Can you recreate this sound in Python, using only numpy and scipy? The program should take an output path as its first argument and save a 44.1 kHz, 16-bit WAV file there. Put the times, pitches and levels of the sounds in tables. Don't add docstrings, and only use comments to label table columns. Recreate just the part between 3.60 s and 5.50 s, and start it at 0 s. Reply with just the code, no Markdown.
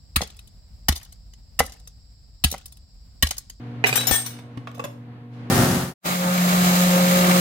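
import sys
import numpy as np
from scipy import signal
from scipy.fft import rfft, irfft, next_fast_len
from scipy.io import wavfile
from scipy.ndimage import map_coordinates

SR = 44100
rng = np.random.default_rng(int(sys.argv[2]) if len(sys.argv) > 2 else 0)


def boost(x):
    u = np.asarray(x, float) / 20
    return 10 ** u


def master_out(mix):
    frames = np.transpose(np.atleast_2d(mix))
    ceiling = np.clip(frames, -1, 1)
    pcm = np.round(ceiling * 32767).astype(np.int16)
    wavfile.write(sys.argv[1], SR, pcm)


N = 83790


def unit(x):
    return x / np.sqrt(np.mean(x ** 2) + 1e-20)


def along(points, hz):
    f, v = np.transpose(points)
    return np.interp(np.log(hz + 1), np.log(f + 1), v)


def curve(rows):
    s, v = np.transpose(rows)
    return np.interp(np.arange(N) / SR, s, v)


def wobble(rate):
    knots = rng.standard_normal(int(N * rate / SR) + 4)
    return map_coordinates(knots, [np.arange(N) * rate / SR])


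def filtered(x, response):
    n = x.shape[-1]
    m = next_fast_len(n + 4096)
    return irfft(rfft(x, m) * response(np.fft.rfftfreq(m, 1 / SR)), m)[..., :n]


def add(out, s, x):
    part = out[:, round(s * SR):][:, :x.shape[1]]
    part += x[:, :part.shape[1]]


def sides(pan_db):
    return boost(np.array([[pan_db], [-pan_db]]) / 2)


def modal(f, depth_db=3.5, width_hz=110):
    return boost(depth_db * map_coordinates(rng.standard_normal(800), [f / width_hz]))


def ringing(t, pitches, modes, rattle_s, free_s):
    ring = 0
    touch_t60 = 0.03
    for hz, (level_db, t60) in zip(pitches, modes):
        spread_db = rng.normal(0, 1.5, (2, 1))
        start_phase = 0.1 * rng.uniform(0, 2 * np.pi)
        swell, drift = [map_coordinates(k, [t[1] * 95]) for k in rng.standard_normal((2, 64))]
        fall_db = -60 * np.maximum(t - rattle_s, 0) / t60
        fall_db = fall_db - 60 * np.maximum(t - free_s, 0) / touch_t60
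        rough_db = 1.6 * swell * np.minimum(t / 0.0082, 1)
        phase = 2 * np.pi * hz * t + start_phase + 0.5 * drift * np.minimum(t / 0.0067, 1)
        ring = ring + boost(level_db + spread_db + rough_db + fall_db) * np.sin(phase)
    return ring


def clacking(t, clack_db, tilt_db, rattle_s, clack_t60, rise):
    def colour(f):
        return modal(f) * boost(tilt_db * np.log2(1 + f / 1500)) / (1 + (400 / (f + 1)) ** 3)

    noise = rng.standard_normal(t.shape) + 1.23 * rng.standard_normal(t.shape[1])
    noise = unit(filtered(noise, colour))
    when, size = rng.uniform(size=(2, 7))
    knocks = np.zeros(SR // 10)
    knocks[(when * rattle_s * SR).astype(int)] = 0.4 * size
    knocks[0] = 1
    crack_db, crack_t60 = 7, 0.0041
    fade = boost(-60 * t / clack_t60) + boost(crack_db - 60 * t / crack_t60)
    burst = boost(clack_db) * fade * noise * rise
    return signal.fftconvolve(burst, knocks[None], axes=1)[:, :t.shape[1]]


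def struck(pitches, modes, hits, rattle_s, clack_t60, rise_s=0.00026, free_s=1):
    out = np.zeros((2, N))
    left_lag_s, ring_db = 0.0002513, -9
    t = np.maximum(np.arange(SR // 2) / SR - np.array([[left_lag_s], [0]]), 0)
    rise = 1 - np.exp(-t / rise_s)
    for s, db, clack_db, tilt_db, pan_db in hits:
        ring = boost(ring_db) * rise * ringing(t, pitches, modes, rattle_s, free_s)
        clack = clacking(t, clack_db, tilt_db, rattle_s, clack_t60, rise)
        add(out, s, boost(db) * sides(pan_db) * (ring + clack))
    return out


def plate():
    pitches = [425, 600, 748, 1405, 1850, 2040, 2412, 2620, 2870, 4050]
    # (level [dB], T60 [s])
    modes = [(-1, 0.062), (-9, 0.072), (-3, 0.17), (-16, 0.034), (7, .04), (5.5, 0.052), (9.5, 0.025),
             (4, 0.1243), (-5, 0.09), (-9, 0.034)]
    # (time [s], peak [dB], clack over ring [dB], clack tilt [dB/octave], left over right [dB])
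    hits = [
        (0.2399, -11, -7, -13, -6),
        (0.292, -30, -0.5, -3, 9.5),
    ]
    return struck(pitches, modes, hits, rattle_s=0.005, clack_t60=0.04)


def fork():
    pitches = [2439, 5722, 7375, 8220, 11160, 12190, 13220, 14380, 15460]
    # (level [dB], T60 [s])
    modes = [(7.5, 0.07), (-1.5, 0.12), (-4, 0.12), (-8, 0.17), (-7, 0.36), (-14, .08), (-2.5, 0.2),
             (-1, 0.1), (-4, .1)]
    # (time [s], peak [dB], clack over ring [dB], clack tilt [dB/octave], left over right [dB])
    hits = [
        (0.2679, -20.5, -3, -0.5, 4.9),
    ]
    return struck(pitches, modes, hits, rattle_s=0.012, clack_t60=0.07)


def spoon():
    pitches = [3160, 5911, 7397, 8516, 9733, 11080, 13210, 14420, 14640]
    # (level [dB], T60 [s])
    modes = [(-21, 0.25), (-17.5, 0.12), (-18, 0.2), (-14.5, 0.25), (-13.5, 0.087), (-22.5, 0.37),
             (-10, 0.13), (-9, 0.08), (-13.5, 0.1)]
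    # (time [s], peak [dB], clack over ring [dB], clack tilt [dB/octave], left over right [dB])
    hits = [
        (0.3552, -4, -18, -1.15, 12),
    ]
    return struck(pitches, modes, hits, rattle_s=0.015, clack_t60=0.08, rise_s=0.001)


def knife():
    pitches = [733, 4280, 5459, 6961, 8726, 10330, 11240, 13150, 14640, 15210]
    # (level [dB], T60 [s])
    modes = [(-9.5, 0.1), (-20, 0.11), (-3.5, 0.14), (-0.5, 0.14), (-12.5, 0.11), (-10, 0.052), (-6, 0.039),
             (2.5, 0.42), (-18, .15), (-8.5, .2)]
    # (time [s], peak [dB], clack over ring [dB], clack tilt [dB/octave], left over right [dB])
    hits = [
        (0.4694, -14.5, -12, 0, 13.7),
    ]
    return struck(pitches, modes, hits, rattle_s=0.01, clack_t60=0.07, free_s=0.04)


def ladle():
    pitches = [1793, 3332, 3925, 5907, 7391, 8511, 9184, 9733, 10400, 11180, 12500, 13155, 14400, 15388]
    # (level [dB], T60 [s])
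    modes = [(-7.5, 0.036), (-11, 0.063), (-19, 0.32), (-7, 0.05), (-16.5, 0.16), (-3, 0.16), (-24, .1),
             (-14, 0.18), (-14, 0.065), (-18.5, 0.11), (-18, 0.12), (-12, 0.12), (-10, 0.13), (-4.5, 0.09)]
    # (time [s], peak [dB], clack over ring [dB], clack tilt [dB/octave], left over right [dB])
    hits = [
        (0.5104, -12, -9.5, -2.5, 13),
    ]
    return struck(pitches, modes, hits, rattle_s=0.055, clack_t60=0.1)


def tongs():
    pitches = [1500, 4253, 5916, 10420, 14100, 15360]
    # (level [dB], T60 [s])
    modes = [(-26, 0.038), (-2, 0.075), (4.5, 0.078), (5, .09), (-2, 0.19), (-0.5, 0.18)]
    # (time [s], peak [dB], clack over ring [dB], clack tilt [dB/octave], left over right [dB])
    hits = [
        (0.6622, -28, -6.5, 0, 12),
    ]
    return struck(pitches, modes, hits, rattle_s=0.006, clack_t60=0.05)


def bowl():
    pitches = [1600, 2450, 3800, 4600, 7900]
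    # (level [dB], T60 [s])
    modes = [(-3, 0.045), (10, .03), (-7, 0.027), (-3.5, 0.031), (-1.5, 0.016)]
    # (time [s], peak [dB], clack over ring [dB], clack tilt [dB/octave], left over right [dB])
    hits = [
        (0.3273, -13.5, -11, -11, -1.5),
        (0.332, -27, -14.5, -13, -5),
        (0.376, -19.5, -4.5, -16, -3.5),
    ]
    return struck(pitches, modes, hits, rattle_s=0.003, clack_t60=0.04)


def cup():
    pitches = [3919, 3941, 4312]
    # (level [dB], T60 [s])
    modes = [(2, 0.2), (-4.5, 0.57), (-16.5, .15)]
    # (time [s], peak [dB], clack over ring [dB], clack tilt [dB/octave], left over right [dB])
    hits = [
        (0.377, -21, -26, -17.5, 2.7),
    ]
    return struck(pitches, modes, hits, rattle_s=0.02, clack_t60=0.03, rise_s=0.004)


def rack():
    pitches = [520, 1128, 1620, 2606, 3500]
    # (level [dB], T60 [s])
    modes = [(-4, 0.032), (-1, 0.023), (-16, 0.021), (-8.5, 0.014), (-16.5, 0.01)]
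    # (time [s], peak [dB], clack over ring [dB], clack tilt [dB/octave], left over right [dB])
    hits = [
        (0.7877, -44, 4.5, -6.5, 1.5),
        (0.973, -32.5, -1, -13.5, -7),
        (1.072, -26.5, 1, -16.5, -2.5),
        (1.149, -35, -10, 0, -5.5),
        (1.177, -45.5, 10.5, -27, -5.5),
        (1.194, -16.5, -10.5, -12, 0),
    ]
    return struck(pitches, modes, hits, rattle_s=0.008, clack_t60=0.03, rise_s=0.0015)


def tub():
    pitches = [592, 1037, 2648, 3470, 6390, 6910, 11300, 13300]
    # (level [dB], T60 [s])
    modes = [(3.5, 0.031), (-1.5, 0.013), (-3, 0.015), (-11, 0.016), (-9, .02), (-17.5, .02),
             (-12.5, 0.015), (-7, .02)]
    # (time [s], peak [dB], clack over ring [dB], clack tilt [dB/octave], left over right [dB])
    hits = [
        (1.2395, -25, -6, -6, -0.86),
    ]
    return struck(pitches, modes, hits, rattle_s=0.014, clack_t60=0.05, rise_s=0.001)


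def ticks():
    # (time [s], peak [dB], clack over ring [dB], clack tilt [dB/octave], left over right [dB])
    hits = [(0.258, -37, 0, 0, 6), (0.291, -27, 0, -8.5, 9), (0.2932, -29.5, 0.0089, -11, -3),
            (0.3386, -22.5, 0.021, -0.5, -2), (0.402, -27.5, 0, -3.5, 5), (0.413, -23.5, 0.0013, 1.5, 4),
            (.6665, -30.5, 0, 6.5, 8), (0.7956, -51, 0, 9, 12), (1.1150, -49.5, 0, -5.5, 2),
            (1.1822, -47, 0, 3, -3), (1.2037, -39, 0, -9, 14), (1.2470, -37.5, 0, -14, 7),
            (1.2560, -32, 0, -17, -4)]
    return struck([], [], hits, rattle_s=0.001, clack_t60=0.012)


def settling(spells, colour):
    def glassy(f):
        return modal(f, 7 * np.clip(f / 6000, 0.4, 1), 50) * boost(along(colour, f))

    level, t = np.zeros(N), np.arange(N) / SR
    for s, length, db in spells:
        u = np.clip((t - s) / length, 0, 1)
        level += boost(db) * np.minimum(u * 12, 1) * (1 - u) ** 1.69
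    grains = rng.standard_normal((2, N)) * boost(3.5 * wobble(220))
    return level * unit(filtered(grains, glassy))


def jingle():
    # (start [s], length [s], rms [dB])
    slides = [(0.255, 0.094, -22.5), (0.321, 0.28, -24.5), (0.464, 0.26, -29), (0.646, 0.24, -41.5),
              (1.068, 0.063, -50.5), (1.141, 0.13, -52.5), (1.254, 0.079, -77)]
    # (frequency [Hz], level [dB])
    colour = [(250, -9.5), (500, -2.5), (1500, 2.5), (4000, -0.5), (8000, -16), (15500, -34)]
    return settling(slides, colour)


def rustle():
    # (start [s], length [s], rms [dB])
    rustles = [(.262, 0.054, -48), (.51, 0.2, -24), (.663, .12, -43.5), (1.074, 0.077, -64),
               (1.145, 0.057, -53), (1.24, 0.23, -60.5)]
    # (frequency [Hz], level [dB])
    colour = [(2000, -25), (5000, 2), (9000, -9), (13000, 1), (15500, 2)]
    return settling(rustles, colour)


def kitchen(x):
    # (frequency [Hz], T60 [s])
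    fade = [(200, 0.54), (2000, 0.27), (8000, 0.34), (16000, 0.21)]
    hop, out = round(0.04 * SR), np.zeros((2, N))
    mono = np.pad(x.mean(0), (hop, 2 * hop))
    for start in range(0, N, hop):
        hz, t, z = signal.stft(rng.standard_normal((2, SR // 2)), SR, nperseg=256)
        z = z * boost(-60 * t / along(fade, hz)[:, None])
        tail = signal.istft(z, SR, nperseg=256)[1]
        piece = mono[start:start + 2 * hop] * np.sqrt(np.hanning(2 * hop))
        piece = np.pad(piece, (200, 0))
        wet = signal.fftconvolve(piece[None], tail / np.linalg.norm(tail[0]), axes=1)
        add(out, max(start - hop, 0) / SR, wet[:, max(hop - start, 0):])
    return out


def counter():
    starts = [.5155, .5109, .5104, .5147, .972, .974, .292, 1.243]
    # (peak [dB], pitch [Hz], T60 [s], left over right [dB])
    pushes = [(-6, 75, 0.08, 22), (-0.5, 660, 0.0037, 24), (-18, 240, 0.032, 34.5), (-3.5, 550, .006, 33),
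              (-25.5, 126, 0.17, 2), (-28.5, 285, 0.14, 4.5), (-26.5, 140, 0.57, -5.5),
              (-24, 148, 0.088, -5.5)]
    out, t = np.zeros((2, N)), np.arange(SR // 4) / SR
    for s, (db, hz, t60, pan_db) in zip(starts, pushes):
        level = boost(db - abs(pan_db) / 2 - 60 * t / t60)
        push = level * np.sin(2 * np.pi * hz * t / (1 + 0.28 * t / t60))
        add(out, s, push * sides(pan_db))
    return out


def hum():
    pitches = [120, 240, 290, 476, 725, 960, 1080]
    levels = [-37.5, -44, -51.5, -57, -62.5, -70.5, -68.5]
    t = np.arange(N) / SR
    out = 0
    for hz, db in zip(pitches, levels):
        level = boost(db + 4.0 + 1.5 * wobble(20))
        phase = 2 * np.pi * (hz * t + rng.uniform()) + 0.028 * wobble(14.7)
        right_shift = np.array([[0], [0.052 * rng.normal()]])
        out = out + level * np.sin(phase + right_shift)
    return out


def air():
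    # (frequency [Hz], level [dB])
    colour = [(25, -14), (60, -3), (150, 2.5), (300, -7.5), (700, -12), (2000, -20), (4500, -33),
              (8500, -68), (16000, -54.5)]
    # (frequency [Hz], correlation [ratio, clipped to -1 to 1 after interpolation])
    alike = [(60, -0.5), (240, 1.5), (950, -0.04), (3770, -0.01), (15000, -4)]

    def mid_side(f):
        angle = np.arccos(np.clip(along(alike, f), -1, 1)) / 2
        return boost(along(colour, f)) * [np.cos(angle), np.sin(angle)]

    mid, side = filtered(rng.standard_normal((2, N)), mid_side)
    return boost(-44.5 + 1.2 * wobble(7)) * unit(np.array([mid + side, mid - side]))


def draught():
    # (time [s], level [dB])
    loudness = [(0, -61), (.7, -69.5), (1.0, -64), (1.35, -71), (1.7, -76), (1.74, -58.5), (1.9, -62.5)]
    noise = rng.standard_normal((2, N))
    hiss = unit(filtered(noise, lambda f: f / (f + 1500) / (1 + (f / 3600) ** 3)))
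    return boost(curve(loudness)) * hiss


def background():
    # (time [s], level [dB])
    gain = [(0, -36.5), (.05, -35.5), (.45, -34.5), (.62, -40), (.72, -41.5), (1.2, -40.5), (1.7, -41.5),
            (1.8, -37), (1.9, -35.5)]
    return boost(curve(gain) + 38.5) * (hum() + air()) + draught()


def scene():
    near = plate() + fork() + spoon() + knife() + ladle() + tongs()
    near = near + bowl() + cup() + rack() + tub() + ticks()
    near = near + jingle() + rustle()
    room_db = -5.5
    return near + boost(room_db) * kitchen(near) + counter() + background()


def band_limit(x):
    return signal.sosfilt(signal.butter(12, 16630, fs=SR, output="sos"), x)


def record(dry):
    def band(f):
        low_cut_hz, top_hz = 70.4, 15650
        return 1 / (1 + (low_cut_hz / (f + 1)) ** 2) / (1 + (f / top_hz) ** 90)

    ends = np.minimum(np.minimum(np.arange(N), N - np.arange(N)) / 90, 1)
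    self_noise = boost(-77.5) * rng.standard_normal(dry.shape)
    x = filtered(ends * (dry + self_noise), band)
    ceiling = 0.95
    mix = x / (1 + np.abs(x / ceiling) ** 4) ** (1 / 4)
    return band_limit(mix)


dry = scene()
out = record(dry)
master_out(out)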